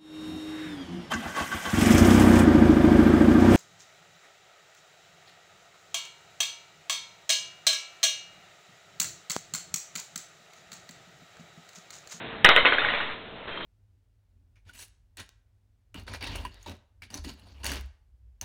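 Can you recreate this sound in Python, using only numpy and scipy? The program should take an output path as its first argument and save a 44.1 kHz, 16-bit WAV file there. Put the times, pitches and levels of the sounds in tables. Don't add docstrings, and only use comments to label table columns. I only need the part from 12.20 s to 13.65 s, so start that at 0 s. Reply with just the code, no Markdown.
import sys
import numpy as np
from scipy import signal
from scipy.fft import rfft, irfft
from scipy.io import wavfile
from scipy.ndimage import uniform_filter1d

SR = 44100
rng = np.random.default_rng(int(sys.argv[2]) if len(sys.argv) > 2 else 0)


def wrap_up_sound(samples):
    columns = np.atleast_2d(samples).T
    tamed = np.clip(columns, -1, 1)
    steps = np.round(tamed * 32767).astype(np.int16)
    wavfile.write(sys.argv[1], SR, steps)


def voltage_ratio(decibels):
    exponent = np.asarray(decibels, float) / 20
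    return 10 ** exponent


N = 63945
PLACES = 4


def at_hz(points, hz):
    known_hz, level = np.transpose(points)
    return np.interp(np.log(hz), np.log(known_hz), level)


def in_time(rows):
    return np.interp(np.arange(N) / SR, *np.transpose(rows))


def rms_one(x):
    return x / np.sqrt(np.mean(x ** 2) + 1e-20)


def band_pass(x, low_hz, high_hz):
    return signal.sosfilt(signal.butter(2, [low_hz, high_hz], "band", fs=SR, output="sos"), x)


def ring(clicks, hz, t60):
    r = voltage_ratio(-60 / (t60 * SR))
    w = 2 * np.pi * hz / SR
    return signal.lfilter([0, np.sin(w)], [1, -2 * r * np.cos(w), r * r], clicks + 1e-18)


def drift(rate_hz):
    r = np.exp(-2 * np.pi * rate_hz / SR)
    return rms_one(signal.lfilter([1], [1, -2 * r, r * r], rng.standard_normal(N + SR))[SR:])


def bands(spectrum, gain, source):
    edges = 30 * 2 ** np.arange(0, 7.6, 0.5)
    total = 0
    for k, (low, high) in enumerate(zip(edges, edges[1:])):
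        middle = np.sqrt(low * high)
        band = band_pass(source[k % 2], low, high)
        total = total + voltage_ratio(at_hz(spectrum, middle)) * gain(middle) * band
    return total


# start in seconds, peak level in dB,
# pitch of the click in Hz, time to its peak in seconds.
HITS = [(0.2457, -1.5, 2950, 0.00036), (0.2479, 0.5, 1792, 0.0014), (0.29, -5, 2650, 0.00025),
        (.2906, -2.5, 1500, 0.00051), (.3632, -2.5, 2742, 0.00044), (0.3714, -15, 1500, 0.0018),
        (.4499, -10.5, 1500, 0.00077), (0.4556, -2.18, 2600, 0.00045), (0.5221, -15.5, 2200, 0.00035),
        (0.5242, -9.5, 1500, 0.00064), (.5832, -12, 1604, 0.0014), (.6480, -13.5, 1574, 0.0011),
        (.6872, -15.5, 1870, 0.00047), (.7380, -15.5, 1920, 0.00037), (.8030, -21.5, 1500, 0.0011),
        (0.813, -31.5, 2200, .002), (0.618, -19.5, 1410, 0.0022)]


def strikes():
    crack_db, crack_hz, crack_t60_s = -20.5, 3400, 0.011
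    touch_db, skip_s, skip_loss_db = -6, 0.0008, -0.5
    grit_share = 0.65
    length = SR // 10
    t = np.arange(length) / SR
    out, touches = np.zeros(N), np.zeros((PLACES, N))
    luck = rng.random((len(HITS), 3))
    grit = band_pass(rng.standard_normal((len(HITS), length)), 700, 3200)
    for k, (start, db, hz, rise) in enumerate(HITS):
        skip_times = skip_s * (np.arange(3) + 0.6 * luck[k] * [0, 1, 1])
        skips = np.zeros(length)
        skips[(skip_times * SR).astype(int)] = voltage_ratio(db - skip_loss_db * np.arange(3)) * [1, -1, 1]
        i = int(start * SR)
        touches[k % PLACES, i:i + length] += voltage_ratio(touch_db) * skips
        swell = t / rise * np.exp(1 - t / rise)
        click = voltage_ratio(db) * swell * (np.sin(2 * np.pi * hz * t) + grit_share * grit[k])
        out[i:i + length] += click + voltage_ratio(crack_db) * ring(skips, crack_hz, crack_t60_s)
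    return out, touches


# time in seconds, level in dB.
TUMBLE = [
    (.5, -64.5),
    (.6, -34.5),
    (.75, -33),
    (.82, -35),
    (.84, -39),
    (.915, -39),
    (.95, -53.5),
    (1.0, -66),
]


def tumble():
    touches_per_s = 700
    sizes = voltage_ratio(1.5 * np.minimum(rng.exponential(1, N), 2)) * rng.choice([-1, 1], N)
    return sizes * (rng.random(N) < touches_per_s / SR) * voltage_ratio(in_time(TUMBLE))


# frequency in Hz, level in dB, time to fall 60 dB in seconds.
MODES = [(291, -9.5, 0.17), (503, -17, 0.19), (589, -9.5, 0.3), (843, -3.5, 0.18), (1010, -0.5, 0.042),
         (1252, 8.5, 0.035), (1500, -1, 0.08), (1877.5, 8, 0.068), (2200, -11, 0.066), (2800, -17.5, 0.013),
         (3540, -9, 0.049)]


def table(touches):
    modes_db, thump_db, thump_hz, thump_t60_s = -25, -18.5, 187, 0.056
    landing = 1.0 * (np.arange(N) == int(HITS[0][0] * SR))
    out = voltage_ratio(thump_db) * ring(landing, thump_hz, thump_t60_s)
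    for hz, db, t60 in MODES:
        out += voltage_ratio(modes_db + db) * ring(touches * rng.uniform(0.44, 3.4, N), hz, t60)
    return out


# frequency in Hz, level in dB per Hz.
ROOM_COLOUR = [(60, -23), (150, -11), (400, -10.5), (600, -8.5), (900, -4), (1600, -1), (2600, -2.5),
               (4500, -8)]
# frequency in Hz, time to fall 60 dB in seconds.
ROOM_T60 = [(150, 0.9), (500, 0.96), (1500, 0.69), (4000, 0.71)]


def room(touches):
    early_db, early_t60_s, late_db, first_wall_s = -0.5, 0.13, -10, 0.0076
    t = np.arange(N) / SR

    def die_away(hz):
        early = voltage_ratio(early_db - 60 * t / early_t60_s)
        return early + voltage_ratio(late_db - 60 * t / at_hz(ROOM_T60, hz))

    echoes = bands(ROOM_COLOUR, die_away, rng.standard_normal((2, PLACES, N)))
    echoes = echoes * np.clip(t / first_wall_s, 0, 1) ** 2
    return signal.fftconvolve(touches, echoes, axes=1)[:, :N].sum(axis=0)


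# frequency in Hz, level in dB per Hz.
CLOTH = [(100, -30), (250, -9.5), (500, -2), (800, -9), (1900, -3), (2800, -13), (4500, -9.5)]


def drag():
    cloth_db, cloth_start_s, cloth_attack_s, grains_per_s = -37.5, 1.271, 0.0097, 6300
    squeak_db, squeak_hz, squeak_start_s, squeak_rise_s, wobble_rad = -48, 3174, 1.30, 0.03, 0.7
    tap_s, tap_db, low_db = 1.2735, -36, -38.5
    t = np.arange(N) / SR

    sizes = rng.standard_normal((2, N)) * voltage_ratio(2.3 * rng.exponential(1, (2, N)))
    grains = sizes * (rng.random((2, N)) < grains_per_s / SR)
    cloth = rms_one(bands(CLOTH, lambda hz: voltage_ratio(2.3 * drift(24)), grains + 1e-18))
    cloth = cloth * np.clip((t - cloth_start_s) / cloth_attack_s, 0, 1)

    tone = np.sqrt(2) * np.sin(2 * np.pi * squeak_hz * t + wobble_rad * drift(14))
    squeak = voltage_ratio(4.4 * drift(27)) * tone * np.clip((t - squeak_start_s) / squeak_rise_s, 0, 1)

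    touch = 1.0 * (np.arange(N) == int(tap_s * SR))
    tap = voltage_ratio(tap_db) * (ring(touch, 416, 0.072) + ring(touch, 1600, 0.0036))
    tap = tap + voltage_ratio(low_db) * ring(touch, 70, 0.052)
    return voltage_ratio(cloth_db) * cloth + voltage_ratio(squeak_db) * squeak + tap


# frequency in Hz, level in dB per Hz.
AIR = [(30, -1), (60, -5.5), (160, 1.5), (300, 0), (480, -1.5), (900, -4.5), (2000, -7.5), (4500, -10)]
# time in seconds, level in dB.
AIR_SWELL = [
    (0, 6),
    (.2, 4.5),
    (.9, -2.5),
    (1.05, 1),
    (1.45, 1),
]
# frequency in Hz, rms level in dB.
HUM = [
    (221, -64),
    (428, -66),
    (452, -58),
    (657, -59),
]


def air():
    rush_db = -44
    t = np.arange(N) / SR
    rush = rms_one(bands(AIR, lambda hz: voltage_ratio(1.5 * drift(3.3)), rng.standard_normal((2, N))))
    hum = np.zeros(N)
    for hz, db in HUM:
        hum += np.sqrt(2) * voltage_ratio(db + 1.5 * drift(12)) * np.sin(2 * np.pi * hz * t + drift(6))
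    return voltage_ratio(in_time(AIR_SWELL)) * (voltage_ratio(rush_db) * rush + hum)


def scene():
    clicks, touches = strikes()
    rolling = tumble()
    place = rng.integers(0, PLACES, N)
    touches = touches + rolling * (place == np.arange(PLACES)[:, None])
    clicks = clicks + ring(rolling, 1700, 0.0033) + voltage_ratio(-5.5) * ring(rolling, 2800, 0.0046)
    return (clicks + table(touches.sum(axis=0)) + room(touches) + drag() + air())[None]


def following_hiss(x):
    hiss_db, follow_s, low_hz = -13, 0.0015, 200
    loudness = uniform_filter1d(np.abs(x), max(1, int(follow_s * SR)), axis=1)
    high_pass = signal.butter(1, low_hz, "high", fs=SR)
    hiss = signal.lfilter(*high_pass, loudness * rng.standard_normal(N))
    return voltage_ratio(hiss_db) * np.sqrt(SR / 8000) * hiss


# start in seconds, end in seconds, offset at start, offset at end.
SLIPS = [
    (0.246, .432, -0.073, -0.037),
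    (.432, 0.556, -.004, -0.0068),
    (0.558, .684, -.012, -0.017),
    (.684, 0.737, -0.015, 0.0075),
    (0.757, .94, -0.013, -.009),
    (.94, 1.32, -.001, -.001),
    (1.313, 1.46, -0.0082, 0.0081),
]


def zero_line():
    t = np.arange(N) / SR
    offset = np.zeros(N)
    for a, b, start, end in SLIPS:
        offset += ((t >= a) & (t < b)) * (start + (end - start) * (t - a) / (b - a))
    return offset


def band_limit(x):
    edge_hz, width_hz, edge_db, power = 3506, 1060, -40, 2.66
    hz = np.arange(N + 1) * SR / (2 * N)
    over = np.maximum(hz - edge_hz, 0) / width_hz
    loss = voltage_ratio(edge_db * np.minimum(over, 3) ** power)
    return irfft(rfft(x, 2 * N) * loss, 2 * N)[:, :N]


def top_cut(x):
    return signal.sosfilt(signal.butter(12, 16600, fs=SR, output="sos"), x)


def record(dry):
    overload = 0.70
    x = band_limit(dry + following_hiss(dry) + zero_line())
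    mix = np.clip(x, -overload, overload)
    return top_cut(mix)


dry = scene()
out = record(dry)
wrap_up_sound(out)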